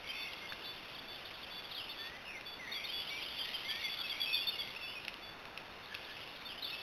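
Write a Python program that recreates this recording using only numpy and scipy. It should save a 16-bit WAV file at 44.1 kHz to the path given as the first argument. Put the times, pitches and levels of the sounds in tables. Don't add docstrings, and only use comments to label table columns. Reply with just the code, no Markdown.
import sys
import numpy as np
from scipy import signal
from scipy.fft import rfft, irfft, next_fast_len
from scipy.io import wavfile
from scipy.ndimage import map_coordinates

SR = 44100
rng = np.random.default_rng(int(sys.argv[2]) if len(sys.argv) > 2 else 0)


def bounce(signal):
    frames = np.transpose(np.atleast_2d(signal))
    limited = np.clip(frames, -1, 1)
    pcm = np.round(limited * 32767).astype(np.int16)
    wavfile.write(sys.argv[1], SR, pcm)


N = 300762

# (time [s], level [dB], ring [Hz])
STEM_SNAPS = [(0.3342, -29.5, 2800), (0.5225, -26.5, 1664), (0.5257, -34.5, 2520), (0.5314, -33, 3510),
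              (1.1606, -32.5, 3270), (1.3104, -34, 2330), (2.4106, -35, 2440), (4.7498, -32, 2550),
              (5.02, -39, 2790), (5.0492, -28, 2820), (5.0817, -22, 2690), (5.141, -30.5, 2920),
              (5.454, -34.5, 2580), (5.5758, -27, 2680), (5.9445, -31.5, 3476), (5.949, -25.5, 2593),
              (6.4228, -35, 2330)]
# (frequency [Hz], level [dB])
GRASS_SPECTRUM = [(500, -15), (1500, -21.5), (2100, -2.5), (2600, -1.5), (3400, -4), (3700, -4),
                  (4000, -6.5)]
# (start [s], pitch [Hz], level [dB])
PIPE_NOTES = [(0.14, 3529, -49.5), (0.62, 3500, -48.5), (1.062, 3493, -51), (1.492, 3462, -50),
              (1.968, 3467, -50), (2.445, 3457, -48), (2.905, 3413, -47.5), (3.35, 3470, -49),
              (3.84, 3450, -47.5), (4.33, 3427, -46), (4.808, 3454, -49), (5.208, 3458, -52)]
# (start [s], pitch [Hz], level [dB])
LEAD_SLURS = [(3.255, 3060, -49.5), (3.385, 3185, -44), (3.532, 3120, -44.5), (3.683, 3270, -43),
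              (3.828, 3430, -43.5), (3.986, 3430, -43.5), (4.096, 3320, -43.5), (4.215, 3309, -40),
              (4.344, 3366, -41), (4.587, 3360, -41.5)]
# (start [s], length [s], pitch [Hz], glide [Hz], level [dB])
CHIP_NOTES = [(0.086, 0.029, 3090, 42.5, -46.5), (0.485, 0.037, 3510, 140, -50.5),
              (0.64, 0.032, 3800, 300, -54), (0.985, 0.018, 3430, 262.5, -51),
              (1.64, 0.024, 3372, 400, -51), (1.888, 0.042, 3530, -30, -48), (2.715, 0.023, 3650, 90, -46),
              (2.735, 0.06, 3360, -290, -46), (1.82, 0.03, 2950, 300, -54),
              (2.838, 0.026, 3595, 490, -46.5), (2.885, 0.027, 3120, 120, -46),
              (3.003, 0.027, 3050, 310, -48.5), (3.068, 0.041, 3262, 853.5, -49),
              (3.216, 0.035, 3350, 678.5, -49), (4.198, 0.027, 3309, 0, -42.5),
              (4.326, 0.037, 3526, 88, -37.5), (4.41, 0.0405, 2740, -42.5, -47.5),
              (4.466, 0.038, 3550, 6, -37.5), (4.52, 0.048, 2830, -220, -48), (4.758, 0.02, 2635, 310, -46),
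              (6.446, 0.04, 3550, -31, -51.5), (6.576, 0.02, 2970, 70, -49), (6.622, 0.014, 3830, 140, -45),
              (6.643, 0.0155, 3527, -200, -41.5), (6.698, 0.0198, 3680, 20, -48.5),
              (6.67, 0.019, 3490, -60, -47), (6.72, 0.035, 2610, -77, -45.5)]
# (start [s], pitch [Hz], level [dB])
ZIP_NOTES = [(0.607, 3030, -55), (0.762, 3250, -56), (0.878, 2840, -56.5), (0.945, 3350, -54),
             (1.248, 3350, -54.5), (1.335, 3270, -56.5), (1.427, 3290, -54.5), (1.708, 3520, -50),
             (6.208, 3077, -52.5)]
# (start [s], length [s], pitch [Hz], glide [Hz], level [dB])
WHISTLE_NOTES = [(0.411, 0.058, 2145, 53, -53), (1.976, 0.22, 1895, 323, -56.5),
                 (2.351, 0.039, 2110, -130, -50.5), (2.591, 0.075, 2010, -264, -50.5),
                 (3.096, 0.11, 2330, 146, -49), (3.646, 0.042, 2120, 160, -48.5),
                 (3.676, 0.17, 1850, 280.5, -55.5), (3.831, 0.064, 2135, -150, -47.5),
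                 (4.036, 0.055, 2595, -150, -47.5), (4.256, 0.096, 2610, -45, -46),
                 (4.251, 0.16, 2495, -6, -52), (4.806, 0.0676, 2660, -52, -50.5),
                 (4.951, 0.04, 2520, -140, -50)]
# (start [s], length [s], pitch [Hz], glide [Hz], level [dB], warble rate [1/s])
TRILL_NOTES = [(0.026, 0.29, 2178, -135, -53.5, 45), (0.086, 0.204, 2547, 166, -49, 59.5),
               (1.746, 0.074, 3230, -1150, -45.5, 60), (2.25, 0.11, 2534, -620, -49.5, 75),
               (2.666, 0.19, 2166, 410, -48, 104), (3.411, 0.13, 1886, 167, -55.5, 27),
               (3.696, 0.14, 2246, -9, -48.5, 40), (4.116, 0.1, 2252, 258, -49, 45),
               (4.556, 0.17, 2143, -64, -55.5, 39), (4.866, 0.081, 2880, 240, -50.5, 70),
               (6.488, 0.047, 3000, -690, -49, 65), (6.655, 0.0553, 3060, -600, -52.5, 61),
               (6.748, 0.036, 3260, 180, -52.5, 66)]
# (time [s], level [dB])
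THICKET_LEVEL = [(0.0, -50.5), (1.06, -53), (1.42, -52.5), (1.88, -51), (2.07, -50), (2.28, -63.5),
                 (2.77, -54), (2.91, -46), (3.72, -44), (4.42, -47.5), (4.6, -48.5), (5.41, -63),
                 (5.77, -58), (6.08, -50.5), (6.4, -53.5), (6.82, -49)]
# (start [s], resonance [Hz], level [dB])
HOARSE_CALLS = [(3.93, 1400, -57), (5.86, 1702, -55), (6.03, 1700, -54)]
# (frequency [Hz], T60 [s])
SLOPE_DECAY = [(500, 0.28), (2000, 0.75), (4000, 0.42)]
# (frequency [Hz], level [dB])
HISS_SPECTRUM = [(20, 0), (60, -1.5), (200, -0.5), (800, 1.5), (1600, 0), (2200, -2.5), (2700, 0.5),
                 (3200, -12), (3600, -3.5), (4000, -14)]
# (frequency [Hz], gain [dB])
SMOOTHING_RESPONSE = [(3900, 0), (4500, -4), (5000, -9.5), (5500, -13.5), (6000, -19), (6500, -26),
                      (7000, -34), (7500, -42), (8000, -39), (8500, -40), (9000, -40), (10000, -27.5),
                      (11000, -22.5), (12000, -19), (12500, -22), (13500, -29.5), (14500, -39),
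                      (15500, -39.5)]

CAMERA_RATE_HZ, CUTOFF_HZ = 8000, 15830


def stem_snaps(ring_t60_s, crack_t60_s, crack_db, splinter_t60_s, splinter_db, gain_db):
    out, t = np.zeros(N), np.arange(SR // 12) / SR
    fibres = grass_rustle(grains_per_s=2900, spread_db=3.0)
    for time_s, db, ring_hz in STEM_SNAPS:
        attack = 1 - np.exp(-t / 0.00076)
        ring = np.sin(2 * np.pi * ring_hz * t) * amp(-60 * t / ring_t60_s) * attack
        crack = np.diff(rng.standard_normal(len(t) + 1)) * amp(crack_db - 60 * t / crack_t60_s)
        splinters = np.roll(fibres, -round(time_s * SR))[:len(t)]
        splinters *= amp(splinter_db - 60 * t / splinter_t60_s)
        add(out, time_s, amp(db + gain_db) * (ring + crack + splinters))
    return out


def grass_rustle(grains_per_s, spread_db):
    grains = (rng.random(N) < grains_per_s / SR) * rng.standard_normal(N)
    grains *= amp(spread_db * np.minimum(rng.exponential(size=N), 3))
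    return unit(equalized(grains, GRASS_SPECTRUM))


def birdsong(notes, arch_hz, gain_db, taper, waver_hz, flutter_db):
    out = np.zeros(N)
    for start_s, length_s, pitch_hz, glide_hz, db, *warble in notes:
        arc_hz = pitch_hz + np.array([-glide_hz - arch_hz, arch_hz, glide_hz - arch_hz]) / 2
        tone = syrinx_note(length_s, arc_hz, taper, waver_hz, flutter_db, *warble)
        add(out, start_s, amp(db + gain_db) * tone)
    return out


def syrinx_note(length_s, arc_hz, taper, waver_hz, flutter_db, warbles_per_s=0):
    size = max(int(length_s * SR), 64)
    warble = np.sin(2 * np.pi * warbles_per_s * np.cumsum(1 + 0.058 * wobble(34.6, size)) / SR)
    swing_hz = 1.95 * warbles_per_s
    contour_hz = np.polyval(np.polyfit([0, .5, 1], arc_hz, 2), np.linspace(0, 1, size))
    hz = contour_hz + waver_hz * wobble(163.4, size) + swing_hz * warble
    envelope = signal.windows.tukey(size, taper) * amp(flutter_db * wobble(106, size))
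    throb = 1 + 0.26 * warble
    return unit(envelope * throb * np.sin(2 * np.pi * np.cumsum(hz) / SR))


def far_chorus(count, centre_hz, spread_hz, max_slur_hz, typical_s):
    out = np.zeros(N)
    for k, (jitter, pitch, bend, stretch, level) in enumerate(rng.uniform(-1, 1, (count, 5))):
        hz = centre_hz + spread_hz * pitch
        slur_hz = max_slur_hz * np.sign(bend) * np.sqrt(abs(bend))
        arc_hz = [hz + slur_hz, hz, hz - slur_hz]
        length_s = typical_s * np.exp(.5 * stretch)
        tone = syrinx_note(length_s, arc_hz, taper=0.45, waver_hz=48.4, flutter_db=2.14)
        add(out, (k + jitter) / count * N / SR, amp(4.5 * level) * tone)
    return unit(out)


def hoarse_calls(length_s, half_width_hz):
    out, size = np.zeros(N), int(length_s * SR)
    for start_s, centre_hz, db in HOARSE_CALLS:
        noise = rng.standard_normal(N)
        rasp = filtered(noise, lambda hz: 1 / (1 + ((hz - centre_hz) / half_width_hz) ** 2))
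        add(out, start_s, amp(db) * np.hanning(size) * unit(rasp)[:size])
    return out


def hillside(x, early_db, tail_db):
    hz, t, spectra = signal.stft(rng.standard_normal(SR // 2), SR, nperseg=256)
    decay = amp(-60 * t / log_interp(SLOPE_DECAY, hz)[:, None])
    tail = signal.istft(spectra * decay, SR, nperseg=256)[1]
    echo = amp(tail_db) * tail / np.linalg.norm(tail)
    for delay_s, sign in zip(rng.uniform(0.003, .03, size=8), rng.choice([-1, 1], size=8)):
        echo[int(delay_s * SR)] += sign * amp(early_db)
    return x + signal.fftconvolve(x, echo)[:N]


def camera_hiss():
    return unit(equalized(rng.standard_normal(N), HISS_SPECTRUM))


def repeated(calls, length_s, glide_hz):
    return [(start_s, length_s, hz, glide_hz, db) for start_s, hz, db in calls]


def amp(db):
    return 10 ** (np.asarray(db) / 20)


def unit(x):
    return x / np.sqrt(np.mean(x ** 2) + 1e-20)


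def log_interp(table, hz):
    knots_hz, values = np.transpose(table)
    return np.interp(np.log(hz + 1), np.log(knots_hz + 1), values)


def wobble(knots_per_s, size):
    knots = rng.standard_normal(int(size * knots_per_s / SR) + 4)
    return map_coordinates(knots, [np.arange(size) * knots_per_s / SR])


def filtered(x, response):
    size = next_fast_len(N + SR // 2)
    return irfft(rfft(x, size) * response(np.fft.rfftfreq(size, 1 / SR)), size)[:N]


def equalized(x, table):
    return filtered(x, lambda hz: amp(log_interp(table, hz)))


def add(track, start_s, sound):
    part = track[max(round(start_s * SR), 0):][:len(sound)]
    part += sound[:len(part)]


def scene():
    pipes = birdsong(repeated(PIPE_NOTES, length_s=0.1233, glide_hz=-5.5),
                     arch_hz=-25.2, gain_db=-0.5, taper=0.49, waver_hz=12, flutter_db=1.1)
    lead = birdsong(repeated(LEAD_SLURS, length_s=0.0368, glide_hz=-296),
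                    arch_hz=60, gain_db=0.78, taper=0.15, waver_hz=25.1, flutter_db=3.5)
    chips = birdsong(CHIP_NOTES + repeated(ZIP_NOTES, length_s=0.0278, glide_hz=-1005),
                     arch_hz=78, gain_db=0.14, taper=0.4, waver_hz=22.1, flutter_db=0.5)
    whistles = birdsong(WHISTLE_NOTES, arch_hz=-39, gain_db=1.7, taper=0.25, waver_hz=6, flutter_db=0)
    trills = birdsong(TRILL_NOTES, arch_hz=29.73, gain_db=-0.92, taper=0.08, waver_hz=24.9, flutter_db=2)
    chorus = far_chorus(count=800, centre_hz=3124, spread_hz=560, max_slur_hz=478.8, typical_s=0.024)
    grass = grass_rustle(grains_per_s=900, spread_db=3.5)
    thicket_db = np.interp(np.arange(N) / SR, *np.transpose(THICKET_LEVEL))
    thicket = amp(thicket_db) * (amp(-6) * chorus + amp(-1.5) * grass)
    stems = stem_snaps(ring_t60_s=0.0063, crack_t60_s=0.00434, crack_db=-1.5,
                       splinter_t60_s=0.034, splinter_db=-16.5, gain_db=5.5)
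    near = hillside(stems + pipes + whistles, early_db=-30, tail_db=-10)
    rasps = hoarse_calls(length_s=0.1425, half_width_hz=150)
    far = hillside(lead + trills + chips + thicket + rasps, early_db=-25, tail_db=-5.5)
    return (near + far + amp(-51) * camera_hiss())[None]


def record(dry):
    band = filtered(dry[0], lambda hz: hz < CAMERA_RATE_HZ / 2)
    clock_rad = 2 * np.pi * CAMERA_RATE_HZ * np.arange(N) / SR
    image = lambda order: 2 * band * np.cos(order * clock_rad)
    smoothed = equalized(band + image(1) + image(2), SMOOTHING_RESPONSE)
    folded = amp(-40) * image(4) + amp(-41) * image(5)
    return filtered(smoothed + folded, lambda hz: hz < CUTOFF_HZ)[None]


dry = scene()
out = record(dry)
bounce(out)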